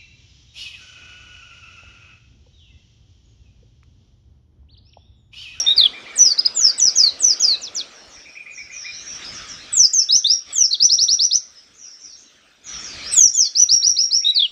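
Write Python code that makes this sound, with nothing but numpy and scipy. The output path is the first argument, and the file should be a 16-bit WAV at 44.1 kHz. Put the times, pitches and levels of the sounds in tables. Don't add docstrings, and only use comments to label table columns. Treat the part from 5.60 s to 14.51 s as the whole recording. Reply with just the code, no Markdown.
import sys
import numpy as np
from scipy import signal
from scipy.fft import rfft, irfft
from scipy.io import wavfile
from scipy.ndimage import uniform_filter1d, minimum_filter1d

SR = 44100
rng = np.random.default_rng(int(sys.argv[2]) if len(sys.argv) > 2 else 0)


def unload_wav(signal):
    wavfile.write(
        sys.argv[1],
        SR,
        np.round(np.clip(np.atleast_2d(signal).T, -1, 1) * 32767).astype(np.int16),
    )


def voltage_ratio(decibels):
    exponent = np.asarray(decibels, float) / 20
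    return 10 ** exponent


N = 392931


def shaped(x, points):
    hz, db = np.transpose(points)
    bins_hz = np.fft.rfftfreq(x.shape[-1], 1 / SR)
    gain_db = np.interp(np.log(bins_hz + 1), np.log(hz), db, -120, -120)
    return irfft(rfft(x) * voltage_ratio(gain_db), x.shape[-1])


def drift(span):
    x = uniform_filter1d(rng.standard_normal(N), size=span)
    x = uniform_filter1d(x, size=span)
    return x / x.std()


def rush(spectrum, patchy_db):
    z = signal.stft(rng.standard_normal(N + SR), nperseg=512)[2]
    patches = uniform_filter1d(rng.standard_normal(z.shape), size=4, axis=0)
    patches = uniform_filter1d(patches, size=10, axis=1)
    gain = voltage_ratio(patchy_db * patches / patches.std())
    noise = signal.istft(z * gain, nperseg=512)[1]
    x = shaped(noise, spectrum)[:N]
    return x / x.std()


def background():
    # (time [s], strength [dB])
    road_curve = [(0, -48.5), (1.9, -49), (2.5, -52.5), (2.85, -65.5), (8.91, -68.5)]
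    # (time [s], strength [dB])
    wind_curve = [(0, -52.5), (.5, -64.5), (2.85, -66.5), (3.3, -58.5), (3.649, -46.5), (4.0, -51.5),
                  (4.17, -52.5), (4.22, -64), (4.84, -66.5), (4.91, -49.5), (5.04, -69.5), (7.02, -69.5),
                  (7.1, -50.5), (7.45, -45.5), (7.56, -48.5), (7.68, -65.5), (8.91, -70)]
    # (rumble [dB], traffic [dB], leaves [dB])
    road_drives = (-14, 0, -5.5)
    wind_drives = (-1.1, -4, 0)
    # (frequency [Hz], density [dB per Hz])
    rumble_spectrum = [(13, -42.5), (22, -9), (54, -1), (107, -4.5), (168, -9.5), (300, -12.5),
                       (390, -22.5), (660, -120)]
    traffic_spectrum = [(120, -32.5), (200, -6), (576, -2.5), (705, -3.5), (856, -7), (1200, -8.5),
                        (1560, -16), (2640, -120)]
    leaves_spectrum = [(900, -40), (1200, 0), (2000, -0.5), (3500, 0), (5000, -5.5), (7500, -16.5),
                       (9000, -25), (15500, -56.5)]
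    hiss_spectrum = [(35, -14), (300, 4.5), (1000, -19.5), (1500, -2), (5000, -8), (8500, -10.5),
                     (10000, -30.5), (15500, -25)]
    t = np.arange(N) / SR
    road = voltage_ratio(np.interp(t, *np.transpose(road_curve)))
    wind = voltage_ratio(np.interp(t, *np.transpose(wind_curve)))
    rumble, traffic, leaves = (np.hypot(voltage_ratio(road_db) * road, voltage_ratio(wind_db) * wind)
                               for road_db, wind_db in zip(road_drives, wind_drives))
    low = rumble * rush(rumble_spectrum, patchy_db=3.5) + traffic * rush(traffic_spectrum, patchy_db=1.5)
    rustle = voltage_ratio(9.5) * leaves * rush(leaves_spectrum, patchy_db=4.0)
    return low + rustle + voltage_ratio(-62.0) * rush(hiss_spectrum, patchy_db=6.5)


def sung(shape, rows):
    return [[(s + u * length, low + height * (top - low), db + effort_db) for u, height, effort_db in shape]
            for s, length, low, top, db in rows]


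def whistle(notes, edge_s, waver, undertone_db):
    # (multiple of the pitch [1], level [dB], rise [dB per octave of pitch])
    partials = [(1.5, -55.5, 14.5), (2, -43, 12), (3, -63, -3.5)]
    out = np.zeros(N)
    wander = drift(span=150)
    patchy = voltage_ratio(7.0 * drift(span=70))
    broken = voltage_ratio(7.04 * drift(span=900))
    for note, under_db in zip(notes, np.resize(undertone_db, len(notes))):
        s, hz, db = np.transpose(note)
        at = np.arange(max(round(s[0] * SR), 0), min(round(s[-1] * SR), N))
        t = at / SR
        pitch = uniform_filter1d(np.interp(t, s, hz), size=200, mode="nearest")
        pitch = pitch * (1 + waver * wander[at])
        phase = 2 * np.pi * np.cumsum(pitch) / SR
        octaves = np.log2(pitch / 6000)
        undertone = voltage_ratio(under_db + 2 + 29.5 * octaves) * broken[at] * np.sin(phase / 2)
        weak = 0
        for k, strength_db, rise in partials:
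            audible = k * pitch < SR / 2
            weak = weak + voltage_ratio(strength_db + rise * octaves) * np.sin(k * phase) * audible
        tone = np.sin(phase) + undertone + patchy[at] * weak
        edge = np.clip(np.minimum(t - s[0], s[-1] - t) / edge_s, 0, 1)
        out[at] += np.sqrt(2) * np.interp(t, s, voltage_ratio(db)) * edge * tone
    return out


def echoes(x, tails, delay_s):
    # (frequency [Hz], gain [dB])
    walls = [(1500, 5.5), (3200, -14), (3800, -6), (4500, -7.5), (5600, 3), (7000, -8.5), (9000, 2.5),
             (16000, -26.5)]
    t = np.arange(SR) / SR
    answer = np.zeros(SR)
    for t60, db in tails:
        noise = shaped(rng.standard_normal(SR), walls)
        decay = voltage_ratio(-60 * t / t60) * (t > delay_s)
        answer += voltage_ratio(db + 4.0) * noise * decay / np.linalg.norm(decay) / noise.std()
    return signal.fftconvolve(x, answer)[:N]


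def neighbours():
    # (time [s], length [s], first pitch [Hz], last pitch [Hz], level [dB])
    reply_notes = [(2.299, .15, 6400, 5240, -56.5), (2.47, .15, 7040, 5240, -53),
                   (2.675, 0.079, 5390, 5410, -57), (2.898, 0.15, 7240, 4920, -49),
                   (3.101, .18, 6630, 5076, -43.5), (3.223, 0.2, 3620, 4100, -44.5),
                   (3.302, 0.15, 4820, 6520, -45), (3.453, 0.11, 5870, 5694, -42),
                   (3.633, 0.06, 4910, 5200, -40.5), (3.713, 0.088, 7270, 5070, -43),
                   (3.866, 0.08, 7000, 4970, -42.5), (5.947, 0.068, 5180, 5200, -54.5),
                   (6.131, 0.22, 6980, 5230, -50.5), (6.198, .1, 6650, 4640, -53.5),
                   (6.379, .18, 6030, 5470, -52), (6.397, .15, 7200, 3900, -50.5),
                   (6.554, 0.073, 6190, 6500, -51), (6.647, 0.21, 4050, 2830, -57.5),
                   (7.032, .17, 6750, 5340, -41.5), (7.182, 0.11, 6870, 6300, -43),
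                   (7.228, 0.14, 6000, 4100, -42), (7.4, 0.13, 3970, 5770, -38)]
    # (share of length [0-1], share of the way to last pitch [0-1], effort [dB])
    glide = [(0, 0, -2), (.35, .6, -1.5), (1, .99, -4.5)]
    # (time [s], level [dB],
    # length [s], top pitch [Hz])
    chirp_notes = [(0.046, -46, .08, 2560), (0.186, -46.5, .07, 2520), (0.323, -44, 0.072, 2530),
                   (0.445, -46, 0.094, 2424), (1.923, -40, 0.029, 2760), (2.55, -55, 0.042, 2485),
                   (2.645, -46, 0.044, 2565), (2.743, -40.5, 0.0595, 2615), (2.852, -40, 0.052, 2550),
                   (2.966, -40.5, 0.0492, 2448), (3.087, -43.5, 0.075, 2576), (3.234, -40.5, 0.08, 2534),
                   (7.841, -39, .04, 3616), (8.599, -50, 0.092, 2620), (8.705, -52.5, 0.095, 2610),
                   (8.775, -56, 0.059, 2550)]
    # (share of length [0-1], pitch as share of top [0-1], level [dB])
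    chirp_shape = [(0, .8, -30.5), (0.121, 0.77, -1.5), (.25, 0.98, 10.5), (.7, 0.92, -8), (1, .92, -10)]
    # (decay time t60 [s], level [dB])
    garden = [(.22, 3), (.5, 0), (1.2, -8)]
    chirps = [[(s + u * length, share * hz, db + shape_db) for u, share, shape_db in chirp_shape]
              for s, db, length, hz in chirp_notes]
    replies = whistle(sung(glide, reply_notes), edge_s=0.0063, waver=.035, undertone_db=[-60])
    low_bird = whistle(chirps, edge_s=0.011, waver=0.021, undertone_db=[-60])
    calls = voltage_ratio(-5.0) * replies + voltage_ratio(-7.5) * low_bird
    direct_db = -8
    return voltage_ratio(direct_db) * calls + echoes(calls, garden, delay_s=0.0026)


def singer():
    # (share of length [0-1], height between low and top pitch [0-1], effort [dB])
    rise = [(0, 0, -12.5), (.12, .3, -3), (.35, .58, -5), (.62, .87, 0), (.8, .98, -5.5), (1, 0.92, -9)]
    held_rise = [(0, 0, -14.5), (.1, .32, -4.5), (.3, .7, -5.5), (.48, 0.93, -1), (.62, .99, -5.5),
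                 (.9, .9, -2), (1, .87, -7)]
    climb = [(0, 0.03, -24.5), (.09, .14, -2), (.2, .2, 0), (.36, .55, -9.5), (.52, .62, 0),
             (.78, 0.93, -3), (1, 0.94, -8.5)]
    stair = [(0, .98, -24), (.12, .9, -14.5), (.24, .55, -5.5), (.33, .4, -3.5), (.52, 0.44, -4),
             (.68, .28, -1.5), (.92, 0.09, -5), (1, 0, -13.5)]
    long_stair = [(0, .99, -19.5), (.08, .9, -24.5), (.22, .36, -3.5), (.27, .42, -1), (.42, .4, -5.5),
                  (.62, .2, -2.5), (.94, 0.049, -5), (1, 0, -27)]
    step_down = [(0, 0.96, -36.5), (.15, .58, -3.5), (.53, .53, -1), (.64, .31, 1), (.88, .3, -4.5),
                 (1, 0.041, -34.5)]
    terrace = [(0, .99, -23), (.12, .82, -11), (.3, .72, -5), (.53, 0.38, -1), (.92, .12, -2),
               (1, 0.033, -26)]
    slide = [(0, .93, -17), (.08, .99, -5), (.16, .88, -2.5), (.29, .48, -1), (.5, .36, -1), (.92, .1, -4),
             (1, 0, -17.5)]
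    kinked_slide = [(0, .95, -15.5), (.2, 0.97, -7.5), (.28, .72, -0.5), (.38, .8, -1), (.56, .4, -4),
                    (1, 0.028, -16.5)]
    swoop = [(0, 1, -31), (.1, 0.98, -13.5), (.3, .7, -10.5), (.47, .5, -1), (.74, .31, -1), (.93, .21, -5),
             (1, 0, -27.5)]
    dive = [(0, 0.97, -19), (.3, .6, -1), (.9, .08, -1.5), (1, 0.016, -5)]
    arch = [(0, .3, -19.5), (.38, 0.97, 1.5), (.72, .8, -8.5), (1, 0, -29)]
    led_arch = [(0, .55, -15), (.18, 0.69, -7), (.35, 0.34, -7.5), (.5, 0.92, -0.5), (.67, .47, -1.5),
                (.84, 0.12, -9.5), (1, 0, -16)]
    flat = [(0, 0, -16.5), (.1, .75, -2), (.3, .65, -0.5), (.85, .99, -0.5), (1, .4, -10)]
    warble = [(0, .99, -25), (.13, .86, -3.5), (.3, .6, -3.5), (.5, .3, -1.5), (.6, .52, -19),
              (.69, .22, 0), (.79, 0.29, -17.5), (.89, 0.18, -0.5), (1, 0, -16)]
    # (time [s], length [s], low pitch [Hz], top pitch [Hz], level [dB])
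    rises = [(5.198, 0.073, 3360, 6083, -12), (5.292, 0.067, 3374, 5885, -11),
             (5.384, 0.066, 3387, 5946, -11), (5.481, 0.071, 3350, 5930, -10.5),
             (5.59, .074, 3280, 5950, -11.5), (5.709, 0.069, 3346, 6257, -13)]
    held_rises = [(-.07, 0.091, 3700, 5804, -12.5), (7.95, .09, 3900, 6044, -10.5),
                  (8.088, 0.089, 3620, 5773, -9), (8.224, 0.094, 3600, 5892, -11.5),
                  (8.365, .09, 3600, 5737, -11.5), (8.508, 0.092, 3700, 5725, -12.5)]
    climbs = [(4.487, .102, 3388, 6320, -10.5), (4.641, .108, 3210, 5808, -11.5)]
    stairs = [(1.177, .124, 4407, 8130, -12), (1.592, 0.15, 4330, 8340, -13)]
    long_stairs = [(.555, .178, 4285, 8320, -10.5)]
    steps_down = [(4.327, .107, 4246, 7950, -13)]
    terraces = [(.945, .169, 4210, 7845, -12.5), (4.122, 0.15, 4436, 8444, -10.5)]
    slides = [(1.35, .153, 3766, 6737, -12.5), (1.795, .165, 3620, 6747, -13.5)]
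    kinked_slides = [(7.736, .149, 4030, 7106, -12)]
    swoops = [(4.925, .142, 4580, 7820, -12.5), (7.512, .172, 4848, 8415, -8)]
    dives = [(2.008, .08, 3210, 8030, -30.5), (2.144, .076, 3090, 7860, -23)]
    arches = [(0.777, 0.039, 3000, 5210, -15), (.849, .031, 3217, 5200, -13)]
    led_arches = [(5.105, .055, 3180, 4940, -14.5)]
    flats = [(.062, .073, 3337, 3817, -10), (8.644, 0.072, 3390, 3926, -11)]
    warbles = [(.163, .109, 2880, 5074, -8), (8.745, .119, 2750, 5000, -10.5)]
    # (shape, notes, half-pitch undertone [dB])
    repertoire = [(rise, rises, -39), (held_rise, held_rises, -35), (climb, climbs, -42),
                  (stair, stairs, -39), (long_stair, long_stairs, -38), (step_down, steps_down, -45),
                  (terrace, terraces, -38.5), (slide, slides, -33.5), (kinked_slide, kinked_slides, -33.5),
                  (swoop, swoops, -37.5), (dive, dives, -46), (arch, arches, -27),
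                  (led_arch, led_arches, -61), (flat, flats, -48), (warble, warbles, -38)]
    # (decay time t60 [s], level [dB])
    porch = [(0.038, -8.5), (.25, -15), (1.198, -35.5)]
    # (frequency [Hz], density [dB per Hz])
    rasp = [(6500, -6), (8500, -9.5), (10000, 16.5), (12000, -10), (15000, 1.5), (15700, -6)]
    notes = [note for shape, rows, _ in repertoire for note in sung(shape, rows)]
    under_db = [db for _, rows, db in repertoire for row in rows]
    flutter = voltage_ratio(-1.5 + 2.36 * drift(span=120))
    song = flutter * whistle(notes, edge_s=.003, waver=.009, undertone_db=under_db)
    effort = np.sqrt(np.abs(uniform_filter1d(song ** 2, size=300)))
    haze = voltage_ratio(-46.0) * effort * rush(rasp, patchy_db=7)
    return song + echoes(song, porch, delay_s=0.00096) + haze


def scene():
    return (singer() + neighbours() + background())[None]


def limit(x, top):
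    need = np.minimum(1, top / (np.abs(x) + 1e-9))
    return x * uniform_filter1d(minimum_filter1d(need, size=200), size=100)


def roll_off(x):
    return signal.sosfilt(signal.butter(12, 16180, fs=SR, output="sos"), x)


def record(dry):
    # (frequency [Hz], gain [dB])
    bend = [(30, -11), (60, -5), (200, -1.5), (700, -4.5), (6000, -22), (8500, -14.5), (10500, -19),
            (13500, -7), (15500, -14.5)]
    # (frequency [Hz], gain [dB])
    passband = [(15, -24), (40, 0), (15750, 0)]
    x = limit(dry[0], top=.88)
    bent = x + voltage_ratio(-22.0) * shaped(x ** 2, bend) - voltage_ratio(-22.0) * x ** 3
    mix = shaped(bent, passband)[None]
    return roll_off(mix)


dry = scene()
out = record(dry)
unload_wav(out)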